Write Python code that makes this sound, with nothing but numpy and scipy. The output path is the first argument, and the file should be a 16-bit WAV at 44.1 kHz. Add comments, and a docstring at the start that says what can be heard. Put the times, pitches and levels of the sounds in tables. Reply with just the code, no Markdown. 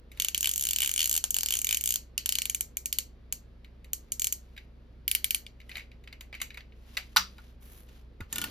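"""A plastic tape runner ratchets as a finger turns its gears: the pawl clicks over tooth after tooth,
and each click rings the small parts of the case. The cover creaks in the hands and snaps shut with a
thump, a card hisses round on the desk, and the runner lands on it and rolls with a low rumble.
A quiet room hums behind it all."""
import sys
import numpy as np
from scipy import signal
from scipy.fft import rfft, irfft
from scipy.io import wavfile
from scipy.ndimage import uniform_filter1d

SR = 44100
rng = np.random.default_rng(int(sys.argv[2]) if len(sys.argv) > 2 else 0)


def wav_out(sig):
    """Save sig, one row per channel (or a flat mono array), as 16-bit PCM at SR to the path in sys.argv[1]."""
    wavfile.write(sys.argv[1], SR, np.round(np.clip(np.atleast_2d(sig).T, -1, 1) * 32767).astype(np.int16))


N = 374850


def amp(db):
    """Decibels to gain."""
    return 10 ** (np.asarray(db) / 20)


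def unit(x):
    """Scales to energy 1."""
    return x / np.sqrt(np.sum(x ** 2) + 1e-20)


def curve(points, hz):
    """Reads a table on a log-frequency axis."""
    f, value = np.transpose(points)
    return np.interp(np.log(hz + 1), np.log(f + 1), value)


def add(mix, s, sound):
    """Mixes a sound in at second s."""
    part = mix[round(s * SR):][:len(sound)]
    part += sound[:len(part)]


# Stereo image of diffuse sound: (frequency [Hz], left-right correlation [0..1])
CORRELATION = [(60, 0.94), (300, 0.65), (1400, 0.2), (5000, 0.55), (8000, 1)]
def diffuse_noise(spectrum):
    """Two partly alike channels of noise with the given power per Hz."""
    hz = np.fft.rfftfreq(N, 1 / SR)
    left, other = rfft(rng.standard_normal((2, N))) * np.sqrt(SR / 2)
    alike = np.clip(curve(CORRELATION, hz), 0, 1)
    right = alike * left + np.sqrt(1 - alike ** 2) * other
    return irfft(amp(curve(spectrum, hz)) * np.array([left, right]), N)


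# Dark bed of room air: (frequency [Hz], density [dB per Hz])
AIR_BED = [(25, -96), (50, -77.5), (165, -85), (314, -89.5), (500, -92), (800, -102), (2120, -107),
           (4660, -114), (6000, -124), (16000, -134)]
# Machine drones: (pitch [Hz], width [Hz], level [dB])
DRONES = [(36, 4, -57.5), (61.5, 2, -53), (121, 8, -67), (233, 10, -69)]
def room_tone():
    """Room air and low machine drones; a narrow band of noise makes each drone waver."""
    hz = np.fft.rfftfreq(N, 1 / SR)
    hum = 0
    for pitch_hz, width_hz, db in DRONES:
        band = np.exp(-((hz - pitch_hz) / width_hz) ** 2)
        waver = unit(irfft(rfft(rng.standard_normal(N)) * band, N))
        steady = unit(np.sin(2 * np.pi * pitch_hz * np.arange(N) / SR))
        hum = hum + amp(db) * np.sqrt(N) * unit(waver + 10 * steady)
    return diffuse_noise(AIR_BED) + hum


def contact(rise_s, fall_s, rattle_s, rattle_db):
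    """Envelope of a contact: a quick blow and a weaker rattle after it."""
    t = np.arange(SR // 20) / SR
    return (1 - np.exp(-t / rise_s)) * (np.exp(-t / fall_s) + amp(rattle_db) * np.exp(-t / rattle_s))


SPREAD_DB, DETUNE = 2, .12  # scatter from hit to hit: mode level, pitch as a share of the width
BLUR = 1.5  # widening of the modes when all directions are averaged
def strike(modes, envelope, tap, tilt_db, blur):
    """A clean tap plus a rough scrape rings one part. Columns: direct sound, all-round sound."""
    t = np.arange(SR // 20)[:, None] / SR
    hz, width_hz, db = np.transpose(modes)
    detune, lift, phase = rng.standard_normal((3, len(modes)))
    level = amp(db + tilt_db * np.log2(hz))
    swell = width_hz ** 2 * t * np.exp(-np.pi * width_hz * t)  # a soft start keeps the skirts steep
    pitch_hz = hz + DETUNE * width_hz * detune
    rings = level * amp(SPREAD_DB * lift) * swell * np.sin(2 * np.pi * pitch_hz * t + 1.55 * phase)
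    drive = unit(envelope * rng.standard_normal(len(envelope)))
    drive[np.argmax(envelope)] += tap
    direct = signal.fftconvolve(rings.sum(1), drive)[:len(t)]
    wide_hz = blur * width_hz
    wide_swell = wide_hz ** 2.6 * np.sqrt(width_hz) * t * np.exp(-np.pi * wide_hz * t)
    around = level * wide_swell * np.sin(2 * np.pi * hz * t + np.pi / 2 * np.arange(len(hz)))
    low_cut = signal.butter(2, .75 * hz.min(), "highpass", fs=SR)  # small parts radiate little bass
    return np.transpose([unit(signal.lfilter(*low_cut, x)) for x in (direct, around.sum(1))])


# Modes of the plastic parts: (pitch [Hz], width [Hz], relative level [dB])
OPEN_CASE = [(705, 810, 1), (1080, 220, -2), (1590, 480, 5)]  # dull knock
SHUT_CASE = [(880, 59, -8), (1230, 500, -14), (1442, 55, 3), (1780, 140, -10)]  # hollow ring
COVER_MODES = [(1775, 130, -17), (2210, 505, -3), (2440, 300, -7.5), (2984, 400, -4.5), (3700, 460, -2.5),
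               (3860, 320, -0.5), (4206, 160, -1), (4720, 470, -2.5), (5800, 500, -7.5)]  # midrange clack
PAWL_MODES = [(6326, 220, -5.5), (6810, 440, -4.5), (7340, 1500, -1)]  # bright tick
RATTLE_MODES = [(9200, 1600, 6), (10900, 3800, -5.5), (13160, 2900, 3.5), (14300, 700, -12)]  # fine top-end sizzle
# Creaks, knocks and snaps: (time [s], cover level [dB], treble offset [dB], case offset [dB])
COVER_HITS = [(.116, -26.5, -7.5, -28), (.173, -27, -7, -29), (3.645, -28, -17.5, -28),
              (3.844, -30, -7, -29.5), (4.564, -27, -16, -23), (4.576, -18, -19, -28),
              (5.601, -27.5, -17, -26.5), (5.613, -32, -19, -30), (5.693, -19, -13, -21),
              (5.714, -17, -23, -30), (5.754, -12.5, -20, -17), (5.768, -13.5, -12.5, -14),
              (5.779, -16, -16, -19), (5.794, -20, -20, -27), (5.805, -22, -28, -23),
              (5.915, -29, -22, -28), (6.038, -34.5, -10.5, -30), (6.074, -21.5, -22, -13),
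              (6.126, -20, -18, -18.5), (6.208, -20, -6.5, -16), (6.327, -17.5, -24, -11),
              (6.3405, -17.5, -23, -16), (6.349, -15.5, -17.5, -27), (6.401, -18, -16, -14),
              (6.415, -8, -2, -14.5), (6.427, -26, -10, -19), (6.504, -19.5, -22, -20),
              (6.543, -22, -15, -20), (6.572, -15.5, -17, -11), (6.605, -25.5, -23, -30.5),
              (6.721, -35, -33, -25), (6.9685, -6, -14.5, -16), (6.9705, -7.5, -21, -23),
              (6.9727, -10.5, -6.5, -28), (6.9778, -19.5, -10, -0.5), (7.1615, 0, -7, 7.5),
              (7.1675, 8, -14.5, -10.5), (7.1707, 1, -6.5, -8), (7.381, -29, -13.5, 3),
              (7.887, -39, -6, -2.5), (8.205, -20, -12.5, 1)]
HARD_DB, BRIGHTEN = 1.5, .87  # level of a hard hit; cover tilt in dB per octave for each dB beyond it
SHUT_S = 7.1  # later hits ring the shut case
def cover_handling():
    """Fingers flex the cover and snap it shut; harder hits ring its higher modes."""
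    out = np.zeros((3, N, 2))  # three nearby spots in turn
    creak = contact(rise_s=.0026, fall_s=.0009, rattle_s=.0032, rattle_db=-7)
    for k, (s, db, treble_db, case_db) in enumerate(COVER_HITS):
        case = OPEN_CASE if s < SHUT_S else SHUT_CASE
        tap = .6 if db < HARD_DB else 3
        cover_tilt = BRIGHTEN * max(db - HARD_DB, -14)
        for part, part_db, tilt_db in ((case, case_db, 0), (COVER_MODES, 0, cover_tilt),
                                       (PAWL_MODES, treble_db, 0), (RATTLE_MODES, treble_db + 1.8, 0)):
            ring = strike(part, creak, tap, tilt_db, blur=1.05 if part is SHUT_CASE else BLUR)
            add(out[k % 3], s, amp(db + part_db) * ring)
    return out


# Colour of the friction hiss: (frequency [Hz], relative density [dB])
HISS_COLOUR = [(500, 5), (3500, 7), (5500, 1), (11000, -3), (16000, -3)]
# Skin and card slides: (hold start [s], hold length [s], level [dB], fade-in [dB/s])
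SLIDE_CUES = [(0.175, 0.029, -59.5, 320), (4.006, 0.63, -74, 57), (5.75, 0.021, -56, 191),
              (6.935, 0.021, -58.5, 100), (7.03, 0.47, -66, 302), (7.626, 0.18, -61, 705.5),
              (7.89, 0.094, -63.5, 401.5), (8.33, .2, -48.5, 590.5)]
FADE_DB_PER_S, RUSTLE_DB, GRAIN_DB = 237, -84.5, 2.2  # fade-out, floor between slides, roughness
CARD_S, CARD_LIFT_DB = 7.6, 9.5  # the turning card hisses brighter
def slides():
    """Grainy hiss of skin on plastic and card on the desk; each slide swells, holds and fades."""
    t, level_db = np.arange(N) / SR, RUSTLE_DB
    for start, length, db, rise in SLIDE_CUES:
        fade_db = np.minimum(rise * (t - start), FADE_DB_PER_S * (start + length - t))
        level_db = np.maximum(level_db, db + np.minimum(fade_db, 0))
    grain = unit(uniform_filter1d(rng.standard_normal(N), size=150)) * np.sqrt(N)
    hiss = np.sqrt(2 * N) * unit(diffuse_noise(HISS_COLOUR))
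    treble = signal.lfilter(*signal.butter(2, 8000, "highpass", fs=SR), hiss)
    card_turning = (t > CARD_S) & (t < CARD_S + .27)
    hiss += (amp(CARD_LIFT_DB) - 1) * treble * card_turning
    return amp(level_db + GRAIN_DB * grain) * hiss


# The holding hand frees or damps parts of the case:
# (time [s], shell offset while winding [dB], flank over shell [dB], ribs over shell [dB])
HAND_GRIP = [(.347, 2, -7, -6.5), (.4, -16.5, -22, 1.5), (.447, 3.5, -4, -7), (.5, -9, -11, -6),
             (.6, -12, -7.5, 0), (.68, -6, -7, -2.5), (.77, -4.5, -10.5, 0.5), (.81, 0, -5, -9),
             (.95, -10, -1.5, -5), (1.0, 3.5, -8, -3.5), (1.08, -13.5, -6, 1.5), (1.16, -9, -10.5, -0.5),
             (1.345, -6.5, -16, -4), (1.42, -8.5, -6, 6.5), (1.53, -1.5, -7, -6), (1.6, -14, -4.5, -6),
             (1.7, -1.5, 3, -3.5), (1.83, -10, -5, -7.5), (1.95, -7.5, -12, 1.5), (2.27, -4, -13.5, -1.5),
             (2.38, -1, -2.5, 1.5), (2.55, -9, 0.5, -8), (2.8, -23, 6, -2.5), (2.95, -9, -8.5, 1),
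             (4.2, -9, -2.5, 0), (5.2, -9, -0.5, -3.5), (8.4, -9, -4.5, -5)]
# The finger pushes and eases, one list per unbroken wind: (time [s], speed [teeth/s])
GEAR_WINDS = [
    [(.3463, 31.6), (.403, 32.8), (.451, 79.8), (.478, 51.0), (.538, 40.3), (.631, 77.5), (.658, 58.5),
     (.76, 32.1), (.817, 68.5), (.847, 77.8), (.913, 40.5), (.949, 42.8), (1.009, 88.0), (1.09, 45.5),
     (1.147, 87.4), (1.18, 73.8)],
    [(1.3435, 41.7), (1.368, 50.1), (1.464, 33.4), (1.542, 71.9), (1.614, 30.4), (1.698, 51.9),
     (1.722, 59.5), (1.8, 18.8), (1.857, 56.7), (1.881, 65.4), (1.961, 54.1)],
    [(2.2592, 30.6), (2.349, 32.7), (2.436, 28.2), (2.466, 24.0), (2.611, 14.1)],
]
TOOTH_DB, UNEVEN_DB = -5, 1.5  # click level and its scatter
def wound_teeth():
    """One pawl drop for each whole tooth the gear turns: (time [s], level [dB], shell offset [dB])."""
    grip_s, shell_db, _, _ = np.transpose(HAND_GRIP)
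    clicks = []
    for wind in GEAR_WINDS:
        s, speed = np.transpose(wind)
        t = np.arange(s[0], s[-1], 1 / SR)
        teeth = np.cumsum(np.interp(t, s, speed)) / SR
        drop_s = t[np.searchsorted(teeth, np.arange(np.ceil(teeth[-1])))]
        db = TOOTH_DB + UNEVEN_DB * rng.standard_normal(len(drop_s))
        clicks += zip(drop_s, db, np.interp(drop_s, grip_s, shell_db))
    return clicks


# Case modes that colour each click: (pitch [Hz], width [Hz], relative level [dB])
FLANK_MODES = [(2378, 390, 2.5), (2160, 360, -15.5)]
SHELL_MODES = [(3005, 440, 6), (3475, 550, -1)]
RIB_MODES = [(4350, 790, 0.012), (5120, 540, 0)]
# Teeth nudged over one at a time: (time [s], level [dB], shell offset [dB])
SINGLE_TEETH = [(0.1992, -3.5, 0), (0.221, -5.5, -3), (0.2472, -4.5, -1), (0.2845, -5, -3),
                (0.8285, -10.5, 5.5), (1.2403, -1.5, -7), (1.3062, -2.5, -16), (2.1784, -5, 1),
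                (2.77, -6.5, -13.5), (2.8579, -5.5, -11), (2.927, -4, -5), (2.986, -2, -6),
                (3.325, -6, -10), (3.9327, -4, -13.5), (4.1202, -3.5, -15.5), (4.1963, -4.5, -15),
                (4.219, -2.5, -10.5), (4.244, -1, -11.5), (4.27, -3, -9), (4.325, -2.5, -14),
                (5.0792, -11, 4.5), (5.114, -10, 4.5), (5.1499, -8.5, 6), (5.2434, -8, 3),
                (5.3073, -7.5, 1.5), (5.3464, -6.5, 1), (5.465, -30.5, 10.5), (8.3266, -8, -7.5),
                (8.3578, -11, -1.5), (8.3823, -11, 0.5), (8.4152, -14, 4), (8.44, -16.5, 7)]
# Slowly changing level of the fine rattle in the clicks: (time [s], offset [dB])
RATTLE_LEVEL = [(.25, 1), (.45, 0), (3.3, 1.5), (3.95, 1), (4.23, -1.5), (5.1, 12.5), (5.35, 8.5),
                (5.47, -1), (8.32, -2.5), (8.44, 9)]
TOUCHDOWN_S = 8.204  # the roller meets the card
def ratchet():
    """The pawl snaps off each gear tooth and shakes the case; on the card it drags and booms more."""
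    out = np.zeros((3, N, 2))  # three nearby spots in turn
    snap = contact(rise_s=.0001, fall_s=.0007, rattle_s=.0032, rattle_db=-9)
    drag = contact(rise_s=.000374, fall_s=.00099, rattle_s=.0075, rattle_db=-13.5)
    grip_s, _, flank_ride, rib_ride = np.transpose(HAND_GRIP)
    for k, (s, db, shell_db) in enumerate(SINGLE_TEETH + wound_teeth()):
        rattle_db = np.interp(s, *np.transpose(RATTLE_LEVEL))
        flank_db = shell_db + np.interp(s, grip_s, flank_ride) - 4.34
        rib_db = shell_db + np.interp(s, grip_s, rib_ride) - 2.46
        knock_db = shell_db / 2 - 24 + 4 * rng.standard_normal()
        if s < TOUCHDOWN_S:
            envelope, tap, case = snap, 2.2, (OPEN_CASE, knock_db, 0)
        else:
            envelope, tap, case = drag, .6, (SHUT_CASE, shell_db - 3.5, 7)
        layers = (case, (FLANK_MODES, flank_db, 0), (SHELL_MODES, shell_db + .07, 0),
                  (RIB_MODES, rib_db, 0), (PAWL_MODES, .3, 0), (RATTLE_MODES, rattle_db, 0))
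        for part, part_db, tilt_db in layers:
            part_tap = .3 * tap if part is RATTLE_MODES else tap
            ring = strike(part, envelope, part_tap, tilt_db, blur=3.2 if part is SHELL_MODES else BLUR)
            add(out[k % 3], s, amp(db + part_db) * ring)
    return out


def lid_thump(snap_s=7.168, pitch_hz=185, t60_s=.4):
    """The lid snaps home and thumps low through the hands."""
    out, t = np.zeros(N), np.arange(SR // 4) / SR
    envelope = amp(-43 - 60 * t / t60_s) * np.minimum(t / .038, 1)
    add(out, snap_s, envelope * np.sin(2 * np.pi * pitch_hz * t))
    return out


def landing(roll_s=8.32):
    """The runner is pressed on the card: the desk top thuds, then rumbles under the roller."""
    out, t = np.zeros(N), np.arange(SR // 2) / SR
    knock = amp(-29 - 60 * t / .016) * np.sin(2 * np.pi * 260 * t)
    thud = amp(-28 - 60 * t / .061) * np.sin(-2 * np.pi * 85 * t)
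    desk_band = signal.butter(2, [95, 300], "bandpass", fs=SR, output="sos")
    rumble = signal.sosfilt(desk_band, rng.standard_normal(len(t)))
    add(out, TOUCHDOWN_S, knock)
    add(out, TOUCHDOWN_S + .0097, thud)
    add(out, roll_s, amp(-30) * rumble * np.clip(t / .012, 0, 1))
    return out


# Reflections off the desk and nearby things: (delay [s], level [dB])
EARLY_ECHOES = [(.0026, -13), (.0092, -20)]
# Short room tail: (frequency [Hz], time to fall 60 dB [s])
TAIL_DECAY = [(500, 0.14), (1500, 0.2), (4000, 0.22), (12000, 0.16)]
def room(hits, tail_db):
    """The direct sound gets early echoes; the all-round sound feeds a short diffuse tail."""
    direct, around = hits.T
    early = np.zeros((2, SR // 20))
    early[:, 0] = 1
    for s, db in EARLY_ECHOES:
        for channel in early:
            add(channel, s, unit(rng.standard_normal(size=40)) * amp(db))
    white = diffuse_noise([(1, 0)])[:, :SR // 2]
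    hz, t, bands = signal.stft(white, SR, nperseg=128)
    onset = np.clip(t / .0024, 0, 1)
    decay = amp(-60 * t / curve(TAIL_DECAY, hz)[:, None])
    tail = signal.istft(bands * onset * decay, SR, nperseg=128)[1]
    wet = signal.fftconvolve(around[None], unit(tail) * np.sqrt(2), axes=1)[:, :N]
    return signal.fftconvolve(direct[None], early, axes=1)[:, :N] + amp(tail_db) * wet


def scene():
    """The full mix; each spot that clicks or creaks has its own echoes."""
    gears = sum(room(spot, tail_db=-10.5) for spot in ratchet())
    cover = sum(room(spot, tail_db=-6) for spot in cover_handling())
    return gears + cover + lid_thump() + landing() + slides() + room_tone()


# Left-right phase, held near antiphase around 8-9.4 kHz: (frequency [Hz], left lead [rad])
STEREO_PHASE = [(0, 0), (300, .1), (3200, 1.1), (5200, .2), (7900, -3.0), (9400, -3.4), (10900, -5.9),
                (12500, -6.5), (15100, -9.4)]
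# Left-right level, centred above 8.2 kHz: (frequency [Hz], left over right [dB])
STEREO_BALANCE = [(400, -.5), (700, 2.5), (1300, -1.5), (3000, 1.8), (7000, 1.8), (8200, 0)]
HIGH_CUT_HZ = 16800
def record(dry):
    """Left and right differ in phase and level by frequency; a steep high cut trims the top."""
    hz = np.fft.rfftfreq(N, 1 / SR)
    lead = np.interp(hz, *np.transpose(STEREO_PHASE))
    left = np.exp(.5j * lead) * amp(curve(STEREO_BALANCE, hz) / 2)
    stereo = irfft(rfft(dry) * np.array([left, 1 / left]), N)
    high_cut = signal.firwin(255, HIGH_CUT_HZ, window=("kaiser", 9), fs=SR)
    return signal.oaconvolve(stereo, high_cut[None], "same")


dry = scene()
out = record(dry)
wav_out(out)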